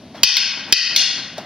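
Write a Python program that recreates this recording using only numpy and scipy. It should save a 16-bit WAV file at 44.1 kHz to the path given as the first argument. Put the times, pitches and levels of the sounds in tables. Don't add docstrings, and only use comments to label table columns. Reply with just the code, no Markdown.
import sys
import numpy as np
from scipy import signal
from scipy.fft import rfft, irfft
from scipy.io import wavfile

SR = 44100
rng = np.random.default_rng(int(sys.argv[2]) if len(sys.argv) > 2 else 0)


def dump(signal):
    limited = np.clip(np.atleast_2d(signal).T, -1, 1)
    pcm = np.round(limited * 32767).astype(np.int16)
    wavfile.write(sys.argv[1], SR, pcm)


N = 63945
T = np.arange(N) / SR

# (frequency [Hz], level per Hz [dB])
CONTACT_COLOUR = [(100, -22), (400, -11.5), (1000, -17.5), (2000, -19), (3500, -4), (5000, 7.5), (6300, -1),
                  (7500, -28), (11000, -27.5), (16000, -19)]


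def from_db(db):
    return 10 ** (np.asarray(db) / 20)


def at_hz(points, hz):
    points = np.array(points)
    log_hz = np.log(np.maximum(hz, 1))
    return np.interp(log_hz, np.log(points[:, 0]), points[:, 1])


def low_cut(x, hz, order):
    sos = signal.butter(order, hz, "high", fs=SR, output="sos")
    return signal.sosfilt(sos, x + 1e-18)


def coloured(spectrum):
    hz = np.fft.rfftfreq(N, 1 / SR)
    noise = irfft(rfft(rng.standard_normal(N)) * from_db(at_hz(spectrum, hz)), N)
    return noise / noise.std()


def fade(start, t60):
    decay = np.exp(-np.log(1000) * np.maximum(T - start, 0) / t60)
    return (T >= start) * decay


def ring(start, modes):
    total = 0
    for k, (hz, db, t60) in enumerate(modes):
        tone = fade(start, t60) * np.sin(2 * np.pi * hz * (T - start))
        total = total + (-1) ** k * from_db(db) * tone
    return total


def diffuse(mid, side):
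    # (frequency [Hz], likeness)
    likeness = [(40, 0.99), (200, 1), (2500, 8), (4500, .95), (8000, -0.2), (15000, 1)]
    alike = np.clip(at_hz(likeness, np.fft.rfftfreq(N, 1 / SR)), -1, 1)
    shared = rfft(mid) * np.sqrt((1 + alike) / 2)
    opposed = rfft(side) * np.sqrt((1 - alike) / 2)
    return irfft(np.array([shared + opposed, shared - opposed]), N)


def room_rumble():
    level_db = -39.5
    # (frequency [Hz], level per Hz [dB])
    rumble_colour = [(25, -9), (70, -5.5), (140, -0.5), (250, 3), (460, -12), (640, -7.5), (1300, -22.5),
                     (4800, -19), (6200, -24.5), (7600, -45), (10000, -42), (16000, -56)]
    return from_db(level_db) * diffuse(coloured(rumble_colour), coloured(rumble_colour))


def sole_squeak():
    start_s, level_db = 0.18, -37
    # (frequency [Hz], level [dB], t60 [s])
    squeak_tone = [(3300, 0, 0.19)]
    return from_db(level_db) * ring(start_s, squeak_tone)


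def feet():
    # (time [s], level [dB], rise [s], t60 [s])
    steps = [(0.138, -33.5, .02, 0.61), (0.56, -32, 0.018, 0.37), (0.667, -30, .03, 0.5),
             (0.894, -26, 0.016, 0.37), (1.165, -29.5, 0.019, 0.31), (1.362, -28, 0.026, 0.35)]
    # (frequency [Hz], level per Hz [dB])
    shuffle_colour = [(40, -41), (100, -11), (160, -2), (280, -3.5), (450, -10.5), (620, -8), (1200, -10),
                      (3300, -15.5), (5500, -15.5), (8000, -42), (15000, -44)]
    loudness = 0
    for start, db, rise, t60 in steps:
        swell = np.clip((T - start) / rise, 0, 1)
        loudness = loudness + from_db(db) * swell * fade(start, t60)
    return loudness * diffuse(coloured(shuffle_colour), coloured(shuffle_colour))


def hall(x):
    build_s = 0.0056
    far_walls_s, far_walls_spread_s, far_walls_db = 0.051, 0.01, 2.5
    # (frequency [Hz], t60 [s])
    band_t60 = [(200, 0.64), (1200, 1.49), (2300, 0.88), (4500, 0.68), (7000, 0.58), (12000, 0.23)]
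    # (frequency [Hz], level [dB])
    hall_colour = [(60, -29), (400, 0), (700, 5.5), (5800, -2), (7500, -4.5), (10000, -1.5), (12500, -3.5),
                   (16000, -26)]

    hz = np.fft.rfftfreq(N, 1 / SR)
    noise = rfft(diffuse(*rng.standard_normal((2, N)))) * from_db(at_hz(hall_colour, hz))
    tail = 0
    for k, (_, t60) in enumerate(band_t60):
        weights = [(row[0], j == k) for j, row in enumerate(band_t60)]
        band = irfft(noise * at_hz(weights, hz), N)
        tail = tail + band * fade(0, t60)
    bunch = np.exp(-0.5 * ((T - far_walls_s) / far_walls_spread_s) ** 2)
    tail = tail * (1 - np.exp(-T / build_s)) * from_db(far_walls_db * bunch)
    tail = tail / np.sqrt(np.sum(tail[0] ** 2))
    return signal.fftconvolve(x[None], tail, axes=1)[:, :N]


def near_paths(x):
    # (delay [s], level [dB])
    reflections = [(.0019, -8), (.0043, -11.5), (.0073, -11.5), (.0121, -10.5)]
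    total = x
    for delay, db in reflections:
        total = total + from_db(db) * np.interp(T - delay, T, x, left=0)
    return total


def knocks():
    tick_t60_s = 0.02
    # (time [s], ring level [dB], tick level [dB])
    knock_times = [(0.144, -35.5, -61), (1.3812, -22.5, -21.5)]
    # (frequency [Hz], level [dB], t60 [s])
    knock_modes = [(615, 0.5, 0.18), (705, 0, 0.048), (814, 0.5, 0.042)]
    total = 0
    for start, ring_db, tick_db in knock_times:
        tick = coloured(CONTACT_COLOUR) * fade(start, tick_t60_s)
        total = total + from_db(ring_db) * ring(start, knock_modes) + from_db(tick_db) * tick
    return total


def crack(start, t60):
    return low_cut(coloured(CONTACT_COLOUR) * fade(start, t60), 1500, order=2)


def sticks():
    crack_t60_s = 0.013
    scatter_db, scatter_t60_s = -9, 0.047
    # (time [s], first stick level [dB], second stick level [dB], crack level [dB],
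    #             wood is weak below [Hz], level sent to the hall [dB])
    strikes = [(0.2332, 20, -1, 19, 2500, -1.5), (0.3685, -6.5, 11, 9.5, 1500, -3.5),
               (0.7249, 20.5, 10.5, 17, 1780, -2), (0.9618, -10, 14.5, 13.5, 2800, -1.5)]
    # (frequency [Hz], level [dB], t60 [s])
    first_stick = [(1921, -16.5, 0.025), (2510, -12, 0.025), (3089, -9, 0.022), (3767, -9.5, 0.016),
                   (4467, -1, 0.012), (4975, 0, .013), (5769, -7, 0.012)]
    second_stick = [(1572, -25, 0.054), (2207, -16, 0.027), (2800, -13, 0.019), (3500, -7.5, 0.015),
                    (4354, -4, 0.014), (5280, -3.5, .012), (5990, -6.5, 0.0087)]
    # (frequency [Hz], level [dB], t60 [s])
    grip_modes = [(141, -36, 0.067), (380, -49.5, 0.014)]

    clacks, send = 0, 0
    for start, first_db, second_db, crack_db, low_hz, send_db in strikes:
        first = from_db(first_db) * ring(start, first_stick)
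        second = from_db(second_db) * ring(start, second_stick)
        wood = low_cut(first + second, low_hz, order=3)
        contact = from_db(crack_db) * crack(start, crack_t60_s)
        jolt = from_db(first_db) * ring(start, grip_modes)
        clacks = clacks + wood + contact + jolt
        smeared = from_db(crack_db + scatter_db) * crack(start, scatter_t60_s)
        send = send + from_db(send_db) * (wood + smeared)
    return clacks, send


def scene():
    knock_send_db = -17
    clacks, clack_send = sticks()
    knock = knocks()
    direct = near_paths(clacks + knock)
    echoing = hall(clack_send + from_db(knock_send_db) * knock)
    return direct + echoing + feet() + sole_squeak() + room_rumble()


def microphones(x):
    # (frequency [Hz], level [dB])
    right_colour = [(2700, -1), (3700, -2.5), (4500, -7), (5900, -7.5), (7300, -3), (9000, 8.5), (14000, 6)]
    # (frequency [Hz], lead [radians])
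    right_lead = [(1000, 0), (2600, 0.12), (4500, 0.42), (6000, 2.03), (7200, 4.5), (9000, 4)]
    hz = np.fft.rfftfreq(2 * N, 1 / SR)
    response = from_db(at_hz(right_colour, hz)) * np.exp(1j * at_hz(right_lead, hz))
    right = irfft(rfft(x[1], 2 * N) * response)[:N]
    return np.array([x[0], right])


def gain_control(x):
    threshold_db, attack_s, release_s = 7, 0.0076, 0.18
    peak_db = 20 * np.log10(np.abs(x).max(axis=0) + 1e-9)
    over_db = np.maximum(peak_db - threshold_db, 0)
    release = np.exp(-T / release_s)
    held_db = np.maximum.accumulate(over_db / release) * release
    lag = np.exp(-1 / (attack_s * SR))
    duck_db = signal.lfilter([1 - lag], [1, -lag], held_db)
    return x * from_db(-duck_db)


def saturate(x):
    hardness = 3.3
    return x / (1 + np.abs(x) ** hardness) ** (1 / hardness)


def record(dry):
    clip_offset = 0.036
    low_hz, top_hz = 89, 15800
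    x = gain_control(microphones(dry))
    clipped = saturate(x + clip_offset) - saturate(clip_offset)
    x = low_cut(clipped, low_hz, order=2)
    top_cut = signal.ellip(8, 0.2, 60, top_hz, fs=SR, output="sos")
    return signal.sosfilt(top_cut, x)


dry = scene()
out = record(dry)
dump(out)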